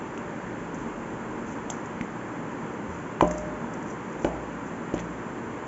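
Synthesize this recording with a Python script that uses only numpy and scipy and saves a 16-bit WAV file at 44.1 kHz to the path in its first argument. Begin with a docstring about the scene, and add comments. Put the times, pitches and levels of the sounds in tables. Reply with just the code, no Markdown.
"""In a kitchen, stiff dough is worked by hand, dropped into a steel bowl and pressed with a fist.
The drop and the presses knock the bowl on the counter, and each impact excites its damped modes.
The dough thuds under the palm, pops as air pockets open and ticks as its sticky strands snap.
Short wall echoes and a steady room rumble go with it, all heard with a narrow-band, phone-like tone."""
import sys
import numpy as np
from scipy import signal
from scipy.fft import rfft, irfft
from scipy.io import wavfile

SR = 44100
rng = np.random.default_rng(int(sys.argv[2]) if len(sys.argv) > 2 else 0)


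def inscribe(sig):
    """Save sig as 16-bit PCM at rate SR to the path in sys.argv[1].

    A 1-D sig is mono; a 2-D sig holds one channel per row.
    Samples are clipped to [-1, 1] before scaling.
    """
    pcm = np.round(np.clip(np.atleast_2d(sig).T, -1, 1) * 32767)
    wavfile.write(sys.argv[1], SR, pcm.astype(np.int16))


N = 250047
TIME = np.arange(N) / SR

# The dough lands and the bowl's edge hits the counter. In order: start in seconds, thud level in dB,
# pitch in Hz, decay time (t60, a fall of 60 dB) in seconds, clack level in dB, wash level in dB.
LANDING = (3.2096, -2.5, 966.5, .016, -18.5, -32.5)
# The bowl is pushed down. Each row: start in seconds, then thud, rocking, clack and wash levels in dB.
KNOCKS = [(3.2243, -7.8, -8, -41, -37.5), (4.2459, -11.5, -11.3, -25, -31.5),
          (4.9394, -14.5, -19, -35, -44)]
# Modes of the filled bowl. Each row: frequency in Hz, relative level in dB, t60 in seconds.
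BOWL_MODES = [(607.5, -25, 1.15), (58, -34, 1.5), (173, -26.5, .55), (272, -27, .22), (328, -28, .25),
              (378, -26, .14), (560, -35, .2), (676, -33, .45), (741, -34, .35), (888, -40, .25),
              (974, -35, .2)]
# Modes of the thin steel wall. Each row: frequency in Hz, relative level in dB, t60 in seconds.
WALL_MODES = [(886, -7, 0.087), (1320, -9, 0.022), (1510, -3.5, 0.024), (2000, -9.5, 0.031),
              (2360, -6.5, 0.027), (2980, -4, .010), (4230, -2, 0.0027)]
# A palm pats the dough. Each row: start in seconds, level in dB, pitch in Hz.
PATS = [(1.7018, -17.5, 797), (2.0091, -15.5, 221)]
# An air pocket pops. Each row: start in seconds, level in dB, pitch in Hz.
POPS = [(0.1764, -28.5, 2650), (1.7013, -23, 3320), (2.0116, -19, 2094), (3.313, -23.5, 1805),
        (4.9915, -26.5, 2100)]
# Dough lets go of skin or steel. Each row: start in seconds, level in dB.
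TICKS = [(.7431, -38.5), (1.7005, -23.3), (1.8567, -40), (3.2745, -33.5), (3.3100, -29.8), (3.3800, -31),
         (3.736, -35.5), (4.999, -37.5)]
# Skin rubs over dough. Each row: middle in seconds, half length in seconds, level in dB.
RUBS = [(.82, .07, -58.5), (1.513, .05, -52.5), (2.95, 0.076, -58), (3.902, .03, -49.5), (4.25, .04, -53),
        (4.675, .02, -54)]
# Room rumble and faint hiss. Each row: frequency in Hz, relative spectral density in dB.
ROOM_SPECTRUM = [(20, -32.5), (45, -11), (95, -10), (170, 1), (300, 1.5), (480, -2.5), (680, -9.5),
                 (950, -3.5), (1250, -9.5), (1600, -10), (2400, -19.5), (3600, -31.5), (5500, -34.5),
                 (7500, -27.5)]
# Resonances in the room tone. Each row: centre frequency in Hz, bandwidth in Hz, rms level in dB.
DRONES = [(117.1, 7.1, -51.5), (171, 13, -50), (230.8, 6.1, -45.5), (305.7, 22, -47.5), (589.2, 12, -54)]

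ROCK_LAG_S = .0027   # from the bowl's flat contact to its second, harder one


def bowl_thuds():
    """Impact: the edge strikes, the base comes down flat, then rocks; a harder contact sounds higher."""
    thuds = thud(*LANDING[:4])
    for start, db, rock_db, *_ in KNOCKS:
        thuds += thud(start, db, hz=336, t60=.042)
        thuds += thud(start + ROCK_LAG_S, rock_db, hz=570, t60=.032)
    return thuds


def wall_clack(rock_gain_db=-3):
    """Impulse excitation: brief, hard contacts drive the wall's high modes, which the dough damps fast."""
    start, *_, clack_db, _ = LANDING
    touches = [(start, clack_db)]
    for start, _, _, clack_db, _ in KNOCKS:
        touches += [(start, clack_db), (start + ROCK_LAG_S, clack_db + rock_gain_db)]
    force = clicks(touches)
    return sum((-1) ** k * from_db(db) * ring(force, hz, t60) for k, (hz, db, t60) in enumerate(WALL_MODES))


def hollow_wash(t60=.61):
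    """Incoherent addition: the bowl's many weak modes sum in power to a decaying band of noise."""
    power = sum((from_db(db) * dying(TIME - start, t60)) ** 2 for start, *_, db in [LANDING] + KNOCKS)
    return np.sqrt(power) * noise_band(500, 850)


def bowl_ring(gain_db=7.5, held_from_s=3.6, held_above_hz=350, held_db_per_octave=-12):
    """Free vibration: each knock rings the bowl's modes; later a hand on the rim mutes the higher ones."""
    ringing = 0
    for hz, db, t60 in BOWL_MODES:
        held_db = held_db_per_octave * max(np.log2(hz / held_above_hz), 0)
        force = clicks((start, db + thud_db + gain_db + held_db * (start > held_from_s))
                       for start, thud_db, *_ in KNOCKS)
        ringing += ring(force, hz, t60)
    return ringing


def pats_and_pops(pat_cycles=5.6, pop_cycles=14.4):
    """Damped oscillation: pats and air pockets die in a set number of cycles; a low bump lasts longer."""
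    pats = sum(thud(start, db, hz, pat_cycles / hz) for start, db, hz in PATS)
    pops = sum(thud(start, db, hz, pop_cycles / hz) for start, db, hz in POPS)
    bump = thud(start=2.881, db=-37, hz=84, t60=.51)
    return pats + pops + bump


def releases(pop_db=-40, squash_gain_db=-28.5, small_db=-44.5, small_per_s=5):
    """Adhesion fails in impulses: at each tick, pop and blow on the bowl, and at random under the fist."""
    popped = clicks((start, pop_db) for start, *_ in POPS)
    squashed = clicks((start, db + squash_gain_db) for start, db, *_ in [LANDING] + KNOCKS)
    kneading = (TIME > 3.65) & (TIME < 5.05)
    small_ticks = from_db(small_db) * kneading * (rng.random(N) < small_per_s / SR)
    return clicks(TICKS) + popped + squashed + small_ticks


def sticky_dough(snaps_per_s=4000, spread_db=5, tear_rise_s=.002, peel_db=-23, band_hz=(5700, 8200)):
    """Fracture of tiny strands: bunched in a tick, scattered in a rub or peel, lower in a squelch."""
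    sizes = from_db(spread_db * np.minimum(rng.exponential(1, N), 5)) * rng.choice([-1, 1], N)
    snaps = sizes * (rng.random(N) < snaps_per_s / SR)
    tear = noise_band(*band_hz)
    impulses = releases()
    lag = np.exp(-1 / (tear_rise_s * SR))   # a tear takes a moment to spread
    bursts = signal.lfilter([1 - lag], [1, -lag], fading(impulses, t60=.02))
    rubbing = sum(swell(*row) for row in RUBS)
    peeling = from_db(peel_db) * fading(impulses, t60=.35)
    crackle = (rubbing + peeling) * rms_one(band(snaps, *band_hz))
    fist_sinking = swell(middle_s=4.985, half_s=.035, db=-47)
    squelch = fist_sinking * rms_one(band(snaps, 1700, 3500, order=1))
    return bursts * tear + crackle + squelch


def kitchen_echoes(x, wet_db=-9, first_echo_s=.014, t60=.17):
    """Reverberation: diffuse reflections off hard walls decay exponentially, duller than their source."""
    tail = rng.standard_normal(SR) * dying(TIME[:SR] - first_echo_s, t60)
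    tail = band(tail / np.sqrt(np.sum(tail ** 2)), 150, 3500, order=1)
    return from_db(wet_db) * signal.fftconvolve(x, tail)[:N]


def room_tone(rush_db=-35.5, rumble_db=-52.5, crest_s=.62, rise_db_per_s=34, fade_db_per_s=9):
    """Filtered noise: a steady rush, narrow droning resonances and a deep rumble that swells and fades."""
    drones = sum(from_db(db) * noise_band(hz - width / 2, hz + width / 2, order=1)
                 for hz, width, db in DRONES)
    age = TIME - crest_s
    level_db = rumble_db + np.minimum(rise_db_per_s * age, -fade_db_per_s * age)
    rumble = from_db(level_db) * noise_band(29, 48)
    return from_db(rush_db) * coloured_noise(ROOM_SPECTRUM) + drones + rumble


def thud(start, db, hz, t60):
    """Heavy damping: a contact vibration builds within its first cycle and soon dies away."""
    age = TIME - start
    build = 1 - np.exp(-2 * np.pi * hz * np.maximum(age, 0))
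    return from_db(db) * build * dying(age, t60) * np.sin(2 * np.pi * hz * age)


def ring(force, hz, t60):
    """Resonance: a unit impulse starts a decaying sine of amplitude 1."""
    radius = np.exp(-np.log(1000) / (t60 * SR))
    angle = 2 * np.pi * hz / SR
    return signal.lfilter([0, np.sin(angle)], [1, -2 * radius * np.cos(angle), radius ** 2], force + 1e-18)


def clicks(rows):
    """Impulse train. Each row: start in seconds, level in dB."""
    out = np.zeros(N)
    for start, db in rows:
        out[round(start * SR)] += from_db(db)
    return out


def dying(age, t60):
    """Exponential decay: zero before the start, then 60 dB down in t60."""
    return (age >= 0) * np.exp(-np.log(1000) * np.maximum(age, 0) / t60) + 1e-18


def fading(force, t60):
    """Leaky integration: each impulse starts an envelope that falls 60 dB in t60."""
    return signal.lfilter([1], [1, -np.exp(-np.log(1000) / (t60 * SR))], force + 1e-18)


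def swell(middle_s, half_s, db):
    """Gaussian rise and fall of gain."""
    return from_db(db) * np.exp(-((TIME - middle_s) / half_s) ** 2)


def coloured_noise(spectrum):
    """Spectral shaping of white noise; rms 1."""
    hz, db = np.transpose(spectrum)
    bins = np.maximum(np.fft.rfftfreq(N, 1 / SR), 1)
    gain = from_db(np.interp(np.log(bins), np.log(hz), db))
    return rms_one(irfft(rfft(rng.standard_normal(N)) * gain, N))


def noise_band(low_hz, high_hz, order=2):
    """Band-limited noise; rms 1."""
    return rms_one(band(rng.standard_normal(N), low_hz, high_hz, order))


def band(x, low_hz, high_hz, order=2):
    """Causal band-pass filtering."""
    return signal.sosfilt(signal.butter(order, [low_hz, high_hz], "band", fs=SR, output="sos"), x + 1e-18)


def rms_one(x):
    """Normalisation to an rms of 1."""
    return x / np.sqrt(np.mean(x ** 2) + 1e-20)


def from_db(db):
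    """Decibels to amplitude ratio."""
    return 10 ** (np.asarray(db) / 20)


def scene():
    """Superposition: the direct sound of bowl and dough adds to its echoes and the room tone."""
    bowl = bowl_thuds() + wall_clack() + hollow_wash() + bowl_ring()
    direct = bowl + pats_and_pops() + sticky_dough()
    return (direct + kitchen_echoes(direct) + room_tone())[None]


def record(dry, bass_cut_hz=35, dip_hz=(3550, 5800), dip_db=-5, cutoff_hz=7570):
    """Band limiting: the sound loses its deepest bass, dips in the treble and cuts off steeply."""
    dry = signal.sosfilt(signal.butter(4, bass_cut_hz, "high", fs=SR, output="sos"), dry)
    hz = np.fft.rfftfreq(2 * N, 1 / SR)
    dip = from_db(dip_db * ((hz > dip_hz[0]) & (hz < dip_hz[1])))
    low_pass = 1 / np.sqrt(1 + (hz / cutoff_hz) ** 400)
    return irfft(rfft(dry, 2 * N) * dip * low_pass, 2 * N)[:, :N]


dry = scene()
out = record(dry)
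inscribe(out)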